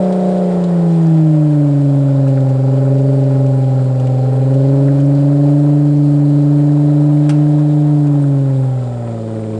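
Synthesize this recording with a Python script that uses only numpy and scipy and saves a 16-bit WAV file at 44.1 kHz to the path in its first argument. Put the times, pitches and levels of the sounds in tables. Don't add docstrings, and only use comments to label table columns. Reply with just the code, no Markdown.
import sys
import numpy as np
from scipy import signal
from scipy.fft import rfft, irfft, next_fast_len
from scipy.io import wavfile
from scipy.ndimage import uniform_filter1d

SR = 44100
rng = np.random.default_rng(int(sys.argv[2]) if len(sys.argv) > 2 else 0)


def unload_audio(sound):
    columns = np.transpose(np.atleast_2d(sound))
    steps = np.round(np.clip(columns, -1, 1) * 32767)
    wavfile.write(sys.argv[1], SR, steps.astype(np.int16))


N = 422919
TIME = np.arange(N) / SR
FFT_SIZE = next_fast_len(N)

CYLINDERS = 6
CRUISE_HZ = 140
LUGGING_HZ, PULLING_HZ, RACING_HZ = 130, 150, 185
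TOP_ORDER = 43
BOOM_PER_LOAD, BARK_PER_LOAD = 0.2, 0.55
BRIGHTEN = 0.47
PIVOT_HZ = 500
MUD_RANGE_DB = 11
EDGE_HZ = 11060

# start_s, firings_hz
ENGINE_SPEED = [(0.0, 186.0), (0.36, 184.6), (0.84, 169.4), (1.72, 142.5), (2.56, 131.1), (3.12, 135.2),
                (3.99, 128.2), (4.34, 128.9), (4.74, 137.5), (5.7, 146.2), (6.29, 144.7), (7.49, 148.8),
                (7.9, 148.6), (8.2, 143.0), (8.78, 126.6), (8.84, 123.1), (9.22, 112.2), (9.59, 108.3)]
# start_s, load_db
ENGINE_LOAD = [(0, -2.2), (.6, -4.5), (1.6, -6), (2.3, -2.2), (3.2, -2.3), (4.2, -1.2), (4.8, -1.5),
               (5.8, -6), (7.3, -5), (8.1, -8), (8.7, -7), (9.15, -3.5), (9.58, 0.5)]
# pitch_hz, width_hz, level_db
PIPE_RESONANCES = [(57.4, 19, 1), (160.7, 42, -0.5), (312.7, 69, 3), (414.7, 43, 4.5), (544.1, 40.6, 2.5),
                   (585.6, 55, 3.5), (708, 63, -1.6), (787.6, 81, -3.5), (990, 38, -5), (1083, 61, -14.5),
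                   (1320, 90, -10)]
# pitch_hz, level_db
BOOM_LEVELS = [(113, -23.5), (122, -18.2), (130, -11.5), (140, -10.5), (149, -10), (160, -7.5),
               (180, -13.5)]
# pitch_hz, level_db
BARK_LEVELS = [(220, -25.5), (255, -28), (266, -20), (290, -11.5), (315, -14), (345, -25.5), (370, -23.5)]
# order (waves per engine cycle), level_db
WEAK_ORDERS = [(3, -43.5), (15, -43.5), (27, -43), (38, -49), (43, -54.5)]
# order (waves per engine cycle), lugging_db, pulling_db, racing_db
STRONG_ORDERS = [(9, -29.5, -31, -49), (13, -34, -39.5, -42.5), (14, -46, -44, -32),
                 (15, -51.5, -40, -29.5), (17, -36.5, -36.5, -29.5), (18, -27, -34, -29),
                 (19, -34, -38, -31.5), (20, -35.5, -54, -33), (23, -39, -30.5, -31), (24, -26.5, -33, -44),
                 (25, -32, -35, -39.5), (26, -30, -33.5, -45), (29, -34.5, -33, -37.5),
                 (30, -33, -40, -28.5), (36, -32.5, -47.5, -41), (37, -33.5, -46.5, -48)]
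# cruising_level_db, per_load (dB per dB of load), per_speed (dB per octave of speed)
RASP_EFFORT = (0, 0.88, 13.1)
# cruising_level_db, per_load (dB per dB), per_speed (dB per octave)
RUSH_EFFORT = (-33.5, .2, 13)
# cruising_level_db, per_load (dB per dB), per_speed (dB per octave)
HISS_EFFORT = (-48.5, 0.42, 8.2)
# cruising_level_db, per_load (dB per dB), per_speed (dB per octave)
WHEEZE_EFFORT = (-60.5, .1, 6)
# pitch_hz, relative_level_db
RUSH_COLOUR = [(20, -10), (45, -12.5), (130, -4), (300, -0.5), (600, -3.5), (820, -1), (1000, -3),
               (1400, -8.5), (2000, -15.5), (3500, -35)]
# pitch_hz, relative_level_db
HISS_COLOUR = [(600, -15.5), (1500, 3.5), (2500, 4), (4400, 2), (5200, -0.5), (6100, -7.5), (8000, -2.5),
               (11000, -21)]
# start_s, pitch_hz
WHEEZE_PITCH = [(0, 3695), (1.6, 2882), (2.6, 4700), (4.1, 4250), (5.8, 4360), (7.6, 3756), (9.58, 3530)]
# start_s, level_db, pitch_hz
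STONE_CRACKS = [(0.125, -26.5, 3570), (0.639, -26, 3410), (2.279, -31, 2640), (2.405, -31, 3320),
                (2.49, -34, 2520), (2.981, -36, 2680), (3.4625, -30.5, 2530), (3.998, -30, 2870),
                (4.0694, -29.5, 2620), (4.5394, -30.5, 2680), (5.001, -30, 3020), (5.1494, -32, 4400),
                (8.0694, -31, 2600)]
# pitch_hz, relative_level_db
STONE_COLOUR = [(200, -11), (700, -6), (1500, -2.5), (3000, -5), (5000, -1.5), (8000, 1), (11000, -13)]
# start_s, level_db, pitch_hz
MUD_PLOPS = [(2.0837, -33, 1300), (2.2646, -30.5, 1280), (2.373, -28, 1180), (2.851, -31, 1180),
             (3.1512, -34, 1360), (3.7898, -31.5, 1310), (4.2474, -33, 1250), (4.8823, -27.5, 1470),
             (8.239, -35, 1350)]
# pitch_hz, relative_level_db
RUMBLE_COLOUR = [(15, -5.5), (30, -13), (50, -0.5), (75, -3), (110, -8), (250, -24.5), (900, -58.5)]
# pitch_hz, relative_level_db
SNAP_TONE = [(250, -5), (800, 9), (1400, 9.5), (1900, 2), (2400, 8), (3500, -3), (5500, -2), (6700, -8.5),
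             (8500, -3), (11000, -16)]
# pitch_hz, relative_level_db
FOREST_COLOUR = [(100, -13), (1500, -1.5), (5000, -6), (6300, -6), (7300, 9), (8100, -3), (8900, 4),
                 (9400, -10), (11000, -17.5)]


def exhaust(cycles, firing_hz, flutter=0.16, flutter_hz=7, swell_db=2.78, jitter=0.00066,
            shake=0.035, lag=0.46, spread=0.23, step=12):
    time, speed = TIME[::step], firing_hz[::step]
    response = pipe()
    load_db = curves(ENGINE_LOAD)[0][::step]
    rasp_gain = effort(RASP_EFFORT)[::step]
    main = {CYLINDERS: amp(read(BOOM_LEVELS, speed) + BOOM_PER_LOAD * load_db),
            2 * CYLINDERS: amp(read(BARK_LEVELS, 2 * speed) + BARK_PER_LOAD * load_db)}
    strong = {round(order): np.interp(speed, [LUGGING_HZ, PULLING_HZ, RACING_HZ], levels)
              for order, *levels in STRONG_ORDERS}
    angle = cycles[::step] + jitter * wander(90, time)
    note = 0
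    for order in range(CYLINDERS // 2, TOP_ORDER + 1):
        order_hz = order * speed / CYLINDERS
        gain = np.interp(order_hz, *response)
        phase = order * angle + lag
        if order % CYLINDERS:
            phase = phase + spread * order ** 2
            unevenness = wander(flutter_hz, time) + 1j * wander(flutter_hz, time)
            gain = gain * (1 + flutter * unevenness)
        if order in main:
            gain = main[order] * gain / abs(gain)
        else:
            level_db = strong.get(order, np.interp(order, *np.transpose(WEAK_ORDERS)))
            level_db = level_db + BRIGHTEN * load_db * np.log2(order_hz / PIVOT_HZ)
            slow_swell_db = swell_db * wander(0.6, time)
            gain = gain * rasp_gain * amp(level_db + slow_swell_db)
        note = note + np.sqrt(2) * (gain * np.exp(2j * np.pi * phase)).real
    note = note * (1 + shake * wander(7.5, time))
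    return signal.resample_poly(note, step, 1, window=("kaiser", 9), padtype="antireflect")[:N]


def pipe(leak_db=-20):
    grid = np.fft.fftfreq(SR, 1 / SR)
    power = amp(leak_db) ** 2
    for pitch_hz, width_hz, level_db in PIPE_RESONANCES:
        distance = 2 * (abs(grid) - pitch_hz) / width_hz
        power = power + amp(level_db) ** 2 / (1 + distance ** 2) ** 2
    response = np.exp(np.conj(signal.hilbert(np.log(power) / 2)))
    return grid[:SR // 2], response[:SR // 2]


def gas(cycles, ring=0.4, chuff=0.22, spit=0.48, knock=0.55):
    every_firing = puffs(CYLINDERS * cycles, 0.74)
    strong_cylinder = puffs(cycles, 0.29)
    chug = (CRUISE_HZ / curves(ENGINE_SPEED)[0]) ** 3
    pulsing = 1 + chug * (chuff * every_firing + knock * strong_cylinder)
    turbulence = jet(cycles, repeat=0.37) * pulsing * amp(1.1 * wander(8.5))
    resonances = abs(np.interp(np.fft.rfftfreq(FFT_SIZE, 1 / SR), *pipe())) ** ring
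    in_pipe = irfft(rfft(turbulence, FFT_SIZE) * resonances, FFT_SIZE)[:N]
    hiss = jet(cycles, repeat=0.39) * (1 + spit * every_firing) * amp(0.93 * wander(21))
    rush = effort(RUSH_EFFORT) * coloured(in_pipe, RUSH_COLOUR)
    return rush + effort(HISS_EFFORT) * coloured(hiss, HISS_COLOUR)


def jet(cycles, repeat, size=1024):
    pattern = np.interp(cycles % 1, np.arange(size) / size, rng.standard_normal(size))
    return rng.standard_normal(N) + repeat * evened(pattern)


def puffs(turns, width):
    return np.exp((np.cos(2 * np.pi * turns) - 1) / width ** 2)


def wheeze(cycles, width_hz=380, pulsing=3.9, swell_db=2):
    carrier = np.exp(2j * np.pi * np.cumsum(curves(WHEEZE_PITCH)[0]) / SR)
    band = (wander(width_hz) + 1j * wander(width_hz)) * carrier
    pulsed = band.real * (1 + pulsing * puffs(CYLINDERS * cycles, 0.64))
    return effort(WHEEZE_EFFORT) * evened(pulsed * amp(swell_db * wander(2.2)))


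def effort(law):
    cruising_db, per_load, per_octave = law
    octaves = np.log2(curves(ENGINE_SPEED)[0] / CRUISE_HZ)
    return amp(cruising_db + per_load * curves(ENGINE_LOAD)[0] + per_octave * octaves)


def tyres(cracks_db=-5, ping_db=-7, plops_db=0, grit_db=-52, mud_db=-46, mud_per_load=0.29, rumble_db=-50):
    out = amp(rumble_db) * coloured(rng.standard_normal(N), RUMBLE_COLOUR) * amp(2.0 * wander(1.4))
    for start_s, level_db, pitch_hz in STONE_CRACKS:
        add(out, start_s - 0.003, amp(level_db + cracks_db) * crack(0.045, STONE_COLOUR))
        add(out, start_s, amp(level_db + ping_db) * pop(pitch_hz, ring_s=0.052))
    for start_s, level_db, pitch_hz in MUD_PLOPS:
        add(out, start_s, amp(level_db + plops_db) * pop(pitch_hz, ring_s=0.071, width=0.39))
    for when, size, pitch in rng.random((150, 3)):
        start_s = when * TIME[-1]
        churn_db = mud_per_load * np.interp(start_s, *np.transpose(ENGINE_LOAD))
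        level_db = mud_db + churn_db + MUD_RANGE_DB * size ** 3
        add(out, start_s, amp(level_db) * pop(1000 * 2.4 ** pitch, ring_s=0.049))
    for when, size, pitch in rng.random((260, 3)):
        level_db = grit_db + 13 * size ** 4
        add(out, when * TIME[-1], amp(level_db) * pop(2500 * 3.4 ** pitch, ring_s=0.015))
    return out


def crack(ring_s, colour, tilt_db=0, grit_db=3):
    t = np.arange(SR // 4) / SR - 0.004
    fractures = rng.standard_normal(len(t)) * amp(grit_db * rng.standard_normal(len(t)))
    decay = (t > 0) * amp(-60 * abs(t) / max(ring_s, 0.005))
    sound = coloured(fractures * decay, colour, tilt_db)
    return sound / abs(sound).max()


def pop(pitch_hz, ring_s, width=0.38, size=2048):
    spit = rng.standard_normal(size) * amp(-60 * TIME[:size] / max(ring_s, 0.004))
    pole = np.exp((2j - np.clip(width, 0.05, 1)) * np.pi * pitch_hz / SR)
    cavity = [1, 0, -1], np.poly([pole, np.conj(pole)]).real
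    sound = signal.lfilter(*cavity, signal.lfilter(*cavity, spit))
    return sound / abs(sound).max()


def snap(start_s=7.289, gap_s=0.0061, first_db=-14, second_db=-21.0, tail_db=-28.5):
    out = np.zeros(N)
    add(out, start_s, amp(first_db) * crack(0.055, SNAP_TONE))
    add(out, start_s + gap_s, amp(second_db) * crack(0.068, SNAP_TONE))
    add(out, start_s + gap_s, amp(tail_db) * crack(0.5, SNAP_TONE, tilt_db=-0.8))
    return underbody(out, bounce=0.16)


def underbody(x, bounce=0.081, count=8):
    out = x.copy()
    for late_s, sign in zip(rng.uniform(0.0008, 0.012, count), rng.choice([-1, 1], count)):
        add(out, late_s, sign * bounce * x)
    return out / np.sqrt(1 + count * bounce ** 2)


def forest(wash_db=-57, shrill_db=-63, shrill_hz=8545, width_hz=110):
    wash = coloured(rng.standard_normal(N), FOREST_COLOUR)
    band = wander(width_hz) + 1j * wander(width_hz)
    shrill = evened((band * np.exp(2j * np.pi * shrill_hz * TIME)).real)
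    return amp(wash_db) * wash + amp(shrill_db) * shrill * amp(2.3 * wander(6.7))


def amp(db):
    return 10 ** (np.asarray(db) / 20)


def evened(x):
    return x / np.sqrt(np.mean(x ** 2) + 1e-20)


def curves(rows):
    start_s, *columns = np.transpose(rows)
    return [np.interp(TIME, start_s, column) for column in columns]


def read(points, hz):
    table_hz, level_db = np.transpose(points)
    return np.interp(np.log(np.maximum(hz, 1)), np.log(table_hz), level_db)


def coloured(x, points, tilt_db=0):
    size = next_fast_len(len(x))
    hz = np.fft.rfftfreq(size, 1 / SR)
    octaves = np.log2(hz / 4000 + 0.1)
    gain = amp(read(points, hz) + tilt_db * octaves)
    return evened(irfft(rfft(x, size) * gain, size)[:len(x)])


def wander(rate_hz, time=TIME, size=20000):
    hz = np.fft.rfftfreq(size, TIME[-1] / size)
    smooth = evened(irfft(rfft(rng.standard_normal(size)) / (1 + (hz / rate_hz) ** 2)))
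    return np.interp(time, np.linspace(0, TIME[-1], size), smooth)


def add(mix, start_s, sound):
    part = mix[round(start_s * SR):][:len(sound)]
    part += sound[:len(part)]


def scene(hunt=0.001012):
    smooth_hz = uniform_filter1d(curves(ENGINE_SPEED)[0], size=2000)
    firing_hz = smooth_hz * (1 + hunt * wander(12))
    cycles = np.cumsum(firing_hz / CYLINDERS) / SR
    noises = underbody(gas(cycles) + wheeze(cycles) + tyres())
    return (exhaust(cycles, firing_hz) + noises + snap() + forest())[None]


def record(dry):
    faded = dry * signal.windows.tukey(N, 0.0006)
    low_pass = signal.firwin(801, EDGE_HZ, window=("kaiser", 9), fs=SR)
    return signal.oaconvolve(faded, low_pass[None], "same")


dry = scene()
out = record(dry)
unload_audio(out)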